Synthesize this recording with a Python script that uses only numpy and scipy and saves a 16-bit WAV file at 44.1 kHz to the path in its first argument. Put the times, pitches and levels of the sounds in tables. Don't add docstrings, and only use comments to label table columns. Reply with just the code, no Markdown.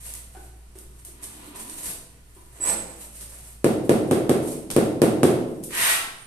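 import sys
import numpy as np
from scipy import signal
from scipy.fft import rfft, irfft
from scipy.io import wavfile

SR = 44100
rng = np.random.default_rng(int(sys.argv[2]) if len(sys.argv) > 2 else 0)


def persist_wave(psi):
    counts = np.round(np.clip(psi, -1, 1) * 32767).astype(np.int16)
    wavfile.write(sys.argv[1], SR, np.atleast_2d(counts).T)


N = 276066
TIME = np.arange(N) / SR
TAIL_TIME = TIME[:2 ** 16]


def undb(db):
    return 10 ** (np.asarray(db) / 20)


def unit(x):
    return x / np.sqrt(np.mean(x ** 2))


def walk(rate_hz):
    return np.interp(TIME * rate_hz, np.arange(N), rng.standard_normal(N))


def add(out, start_s, sound):
    i = int(start_s * SR)
    out[..., i:i + sound.shape[-1]] += sound[..., :N - i]


def at_hz(points, hz):
    freqs, values = np.transpose(points)
    return np.interp(np.log(np.maximum(hz, 1)), np.log(freqs), values)


def convolve(x, response):
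    return signal.fftconvolve(np.atleast_2d(x), np.atleast_2d(response), axes=-1)[:, :x.shape[-1]]


def colour(x, eq, size=4096):
    hz = np.arange(size // 2 + 1) * SR / size
    cepstrum = irfft(np.log(undb(at_hz(eq, hz))))
    cepstrum[1:size // 2] *= 2
    cepstrum[size // 2 + 1:] = 0
    return convolve(x, irfft(np.exp(rfft(cepstrum))))


def resonate(x, hz, width_hz):
    return signal.lfilter(*signal.iirpeak(hz, hz / width_hz, fs=SR), x)


# freq_hz, t60_s
ROOM_DECAY = [(100, 1.44), (300, 0.99), (700, 0.88), (1500, 0.64), (4000, 0.66), (9000, 0.51),
              (14000, 0.45)]
def room_tail(alike_hz=720):
    size = len(TAIL_TIME)
    hz = np.arange(size // 2 + 1) * SR / size
    mid, side = rfft(rng.standard_normal((2, size)))
    alike = .96 * np.exp(-(hz / alike_hz) ** 2)
    stereo = mid * np.sqrt(1 + alike) + np.array([[1], [-1]]) * side * np.sqrt(1 - alike)
    tail = 0
    for band_hz, t60_s in ROOM_DECAY:
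        band = at_hz([(f, f == band_hz) for f, _ in ROOM_DECAY], hz)
        tail += irfft(stereo * band, size) * np.exp(-np.log(1000) * TAIL_TIME / t60_s)
    return unit(tail) / np.sqrt(size)


# time_s, level_db
HUM_RIDE = [(0.0, -47), (0.91, -47.5), (1.6, -56.5), (3.35, -48.5), (5.96, -60), (6.26, -67)]
# freq_hz, gain_db
RUSH_EQ = [(20, -34.5), (45, -47), (80, -44), (120, -41), (200, -49.5), (500, -58), (1500, -58),
           (5000, -63.5), (15000, -65)]
def room_tone(room, hum_hz=58, wander_hz=1.24, octave_db=-15):
    phase = 2 * np.pi * np.cumsum(hum_hz + wander_hz * walk(11)) / SR
    hum = (np.sin(phase) + undb(octave_db) * np.sin(2 * phase)) * undb(walk(10))
    ride = undb(np.interp(TIME, *np.transpose(HUM_RIDE)))
    rush = irfft(rfft(rng.standard_normal(N)) * rfft(room, N), N)
    return ride * hum + colour(rush, RUSH_EQ)


def friction(room, envelope, eq, grain_db, uneven_db, direct_db=-5):
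    slip_db = grain_db * np.minimum(rng.exponential(size=N), 7)
    slip_size = undb(slip_db + uneven_db * walk(60))
    slips = envelope * unit(slip_size * rng.standard_normal((2, N)))
    return colour(undb(direct_db) * slips + convolve(slips[0], room), eq)


def strokes(rows, attack_s=.0061, release_s=.0076):
    envelope = np.zeros(N)
    for start_s, length_s, level_db, swell_db in rows:
        age = TIME - start_s
        attack = np.clip(age / attack_s, 0, 1)
        release = np.exp(-np.maximum(age - length_s, 0) / release_s)
        envelope += attack * release * undb(level_db + swell_db * np.clip(age / length_s, 0, 1))
    return envelope


def swings(rows, power, skew):
    envelope = np.zeros(N)
    for start_s, length_s, peak_db in rows:
        progress = np.clip((TIME - start_s) / length_s, 0, 1)
        speed = np.abs(np.sin(np.pi * progress ** skew))
        envelope += undb(peak_db) * speed ** power
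    return envelope


# start_s, length_s, level_db, swell_db
FINGER_RUBS = [(0.0, 0.26, -33.5, -16.5), (.32, .145, -49.5, -1.5), (.75, 0.05, -48.5, 4),
               (.905, 0.074, -54, 0), (.984, .012, -40, 1), (1.044, 0.039, -38, -4),
               (1.212, 0.038, -38, 3.5), (1.29, 0.19, -46, 1.5), (1.545, 0.08, -41, 8),
               (1.67, 0.24, -35.5, 4.5), (2.23, 0.3, -61.5, 8)]
# freq_hz, gain_db
SKIN_EQ = [(200, -6.5), (1500, -9.5), (3000, -9), (5500, -9.5), (8000, -4.5), (12000, -5), (15000, -8)]
def finger_rubs(room, trim_db=-1):
    return undb(trim_db) * friction(room, strokes(FINGER_RUBS), SKIN_EQ, grain_db=4.5, uneven_db=4.5)


def crack(reverb, eq, decay_s):
    burst = rng.standard_normal((2, len(TAIL_TIME))) * np.exp(-TAIL_TIME / decay_s)
    snap = unit(burst) / np.sqrt(len(TAIL_TIME))
    return colour(snap + reverb, eq)


# start_s, level_db, tilt_db_per_decade, reverb_db
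GLAZE_TICKS = [(0.1383, -10, 19, -10), (0.787, -21.5, 12, 3), (1.0497, -20, 16, 7), (1.2414, -18, 2, 1),
               (3.2095, -20.5, -0.5, 10), (4.703, -9, -8, 5.5), (4.7125, -7, -4, 2),
               (5.637, -13.5, 18, 8.5)]
# freq_hz, gain_db
TICK_EQ = [(300, -1), (2000, -7.5), (5000, -3.5), (9000, -2.5), (15000, -3.5)]
def ticks(room, pivot_hz=9000):
    out = np.zeros((2, N))
    for start_s, level_db, tilt, reverb_db in GLAZE_TICKS:
        eq = [(hz, db + tilt * np.log10(hz / pivot_hz)) for hz, db in TICK_EQ]
        add(out, start_s, undb(level_db) * crack(undb(reverb_db) * room, eq, decay_s=.0018))
    return out


# start_s, level_db, pitch_hz
FINGER_PATS = [(.35, 6, 766), (0.356, 1, 1490), (.37, 5, 355), (0.756, 5.5, 357), (1.085, 0.5, 346),
               (1.551, 9, 992), (2.1, -7, 286), (2.365, 0, 354), (2.369, -0.5, 995), (2.6, 10.5, 314),
               (3.21, -5, 596)]
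def finger_pats(room, width_hz=40, flesh_db=-20, direct_db=-8):
    touch = room + undb(direct_db) * (TAIL_TIME == 0)
    flesh = undb(flesh_db) * colour(touch, [(100, -34), (350, -3), (1200, -10), (4000, -20)])
    out = np.zeros((2, N))
    for start_s, level_db, pitch_hz in FINGER_PATS:
        add(out, start_s, undb(level_db) * (resonate(touch, pitch_hz, width_hz) + flesh))
    return out


# start_s, length_s, peak_db
HAND_LEANS = [(0.93, 0.99, -47.5)]
# freq_hz, gain_db
DRONE_EQ = [(120, -28), (220, 11), (280, 21), (325, 20.5), (380, 12.5), (470, 4.5), (700, 4.5), (1000, 8.5),
            (1700, 0.5), (4000, 2), (9000, -37)]
def tile_drone(room, trim_db=-2):
    lean = swings(HAND_LEANS, power=1.2, skew=1.4)
    return undb(trim_db) * friction(room, lean, DRONE_EQ, grain_db=5, uneven_db=3.5, direct_db=-22)


# start_s, length_s, level_db, swell_db
MALLET_DRAGS = [(2.52, 0.068, -58, 9), (2.6, 0.103, -42, 18), (2.78, 0.19, -51.5, -1.5),
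                (3.315, 0.022, -46, -2.5)]
# freq_hz, gain_db
RUBBER_EQ = [(80, -9), (200, 1.5), (330, 8.5), (450, 4.5), (620, 10.5), (900, 4), (2300, 0.5), (3500, -4.5),
             (5500, -5), (8000, 0.5), (15000, -6.5)]
def mallet_drags(room):
    return friction(room, strokes(MALLET_DRAGS), RUBBER_EQ, grain_db=4.5, uneven_db=-1)


# start_s, length_s, pitch_hz, glide_fraction, level_db
RUBBER_SQUEAKS = [(2.606, 0.043, 7880, 0.0019, -28.5), (2.662, 0.07, 7980, 0.0052, -29.5),
                  (6.175, 0.09, 9120, 0.0011, -59.5)]
def squeaks(room, waver=.013, flutter_db=2, direct_db=-2):
    out = np.zeros(N)
    wobble = waver * walk(900)
    for start_s, length_s, pitch_hz, glide, level_db in RUBBER_SQUEAKS:
        progress = np.clip((TIME - start_s) / length_s, 0, 1)
        arch = 2 * np.sqrt(progress * (1 - progress))
        phase = 2 * np.pi * np.cumsum(pitch_hz * (1 + glide * progress + wobble)) / SR
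        out += undb(level_db + flutter_db * walk(200)) * arch * np.sin(phase)
    return undb(direct_db) * out + convolve(out, room)


# start_s, length_s, level_db, swell_db
HANDLE_RUBS = [(2.95, 0.097, -44, 3.5), (3.09, 0.14, -47, 9), (3.29, .23, -44, -2), (3.835, 0.028, -46, 1),
               (4.07, 0.011, -37.5, 1), (4.42, 0.11, -39, 7), (5.47, 0.15, -52.5, -3.5),
               (5.626, 0.013, -35, -7.5)]
def grip_shifts(room, trim_db=-1):
    return undb(trim_db) * friction(room, strokes(HANDLE_RUBS), SKIN_EQ, grain_db=3.5, uneven_db=3.5)


# pitch_hz, level_db
BOOM_MODES = [(121.8, -5), (150.1, -36), (175.0, -10), (205.2, -5.5), (227.4, -4.5), (247.6, 0),
              (263.1, -6.5), (283.3, -17), (305.5, -2.5), (326.4, 5.5), (346.5, 0), (363.4, 3),
              (372.8, -11.5), (386.9, -1), (405.1, -2), (419.9, -2), (430.0, -4), (442.1, -2), (452.2, -31),
              (463.6, -15), (477.8, -9.5), (493.9, -1), (504.7, -8), (532.9, -4), (553.1, -9), (569.3, -19),
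              (580.1, -9), (637.9, -11.5)]
def room_boom(t60_s=1.17, spread_rad=.4):
    hz, db = np.array(BOOM_MODES).T[:, :, None]
    phase = 2 * np.pi * hz * TAIL_TIME + rng.uniform(0, 2 * np.pi, hz.shape)
    offsets = spread_rad * rng.standard_normal((2, *hz.shape))
    waves = (undb(db) * np.sin(phase + offsets)).sum(axis=1)
    return unit(waves) * np.exp(-np.log(1000) * TAIL_TIME / t60_s)


# start_s, thud_db, slap_db, place_0_to_1
MALLET_HITS = [(3.644, -2.5, -2.5, 0.18), (3.8938, -1, -1.5, 0.09), (4.1114, -3.5, -3, 0.9),
               (4.2943, -3, -2.5, 0.82), (4.764, -1.5, -1.5, 0.34), (5.0181, -0.5, 0, 0.19),
               (5.2321, -0.5, 1, 0.99)]
# delay_s, level_db
REFLECTIONS = [(.0088, -3.5), (0.02, -1.5), (0.061, -5.5), (.0735, -12.5), (.108, -8.5)]
# freq_hz, gain_db
THUD_EQ = [(40, -59.5), (80, -15), (140, -2.5), (195, -3.5), (245, 1.5), (340, 1.5), (480, -3.5),
           (740, -12.5), (900, -29), (1500, -47), (4000, -67)]
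# freq_hz, gain_db
SLAP_EQ = [(200, -31), (700, 15.5), (1100, 12.5), (2200, 5), (3500, 1), (6000, -4.5), (10000, -3),
           (15000, -6.5)]
def mallet_blows(rooms, thud_trim_db=28.7, boom_db=-21, slap_trim_db=-2, slap_reverb_db=4):
    push = np.zeros((2, len(TAIL_TIME)))
    push[:, 0] = -1
    for delay_s, level_db in REFLECTIONS:
        push[:, int(delay_s * SR)] -= undb(level_db)
    thud = undb(thud_trim_db) * colour(push, THUD_EQ)
    tails = [undb(thud_trim_db) * colour(room, THUD_EQ) + undb(boom_db) * room_boom() for room in rooms]
    out = np.zeros((2, N))
    for start_s, thud_db, slap_db, place in MALLET_HITS:
        blend = [np.cos(place * np.pi / 2), np.sin(place * np.pi / 2)]
        add(out, start_s, undb(thud_db) * (thud + np.tensordot(blend, tails, 1)))
        reverb = undb(slap_reverb_db) * np.tensordot(blend, rooms, 1)
        add(out, start_s, undb(slap_trim_db + slap_db) * crack(reverb, SLAP_EQ, decay_s=.0012))
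    return out


# start_s, length_s, peak_db
GRIT_SWEEPS = [(5.672, .325, -18.5), (6.13, 0.13, -57)]
# freq_hz, gain_db
GRIT_EQ = [(100, -21), (450, -11.5), (800, -3.5), (1350, 2), (2300, 3), (3500, -0.5), (5500, -7),
           (8000, -6.5), (11500, -5.5), (15000, -6.5)]
# pitch_hz, width_hz, boost_db
TILE_RING = [(1042, 18, 2), (1330, 3.2, 11.5), (1900, 10, 6.5), (2639, 5, 2)]
def palm_sweeps(room):
    envelope = swings(GRIT_SWEEPS, power=1.53, skew=1.27)
    swish = friction(room, envelope, GRIT_EQ, grain_db=4, uneven_db=.9)
    ring = sum((undb(db) - 1) * resonate(swish, hz, width_hz) for hz, width_hz, db in TILE_RING)
    return swish + ring


def scene():
    room, other_spot = room_tail(), room_tail()
    blows = mallet_blows([room, other_spot])
    hand = finger_rubs(room) + ticks(other_spot) + finger_pats(other_spot) + tile_drone(room)
    handling = mallet_drags(room) + squeaks(room) + grip_shifts(room)
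    return room_tone(room) + hand + handling + blows + palm_sweeps(room)


# freq_hz, gain_db
LEFT_EQ = [(5000, 3), (7500, 4.5), (8900, 3), (10000, 10), (11300, 14), (12700, 5), (14500, -2.5)]
RIGHT_EQ = [(5000, 3.5), (7500, 7), (8800, 17.5), (10000, 7), (11300, 0), (12700, -0.5), (14500, -7.5)]
def record(dry, ceiling=.92, top_hz=14400):
    ports = np.vstack([colour(dry[0], LEFT_EQ), colour(dry[1], RIGHT_EQ)])
    rounded = ports / (1 + (ports / ceiling) ** 6) ** (1 / 6)
    lowpass = signal.ellip(10, .2, 70, top_hz, fs=SR, output="sos")
    return signal.sosfilt(lowpass, rounded)


dry = scene()
out = record(dry)
persist_wave(out)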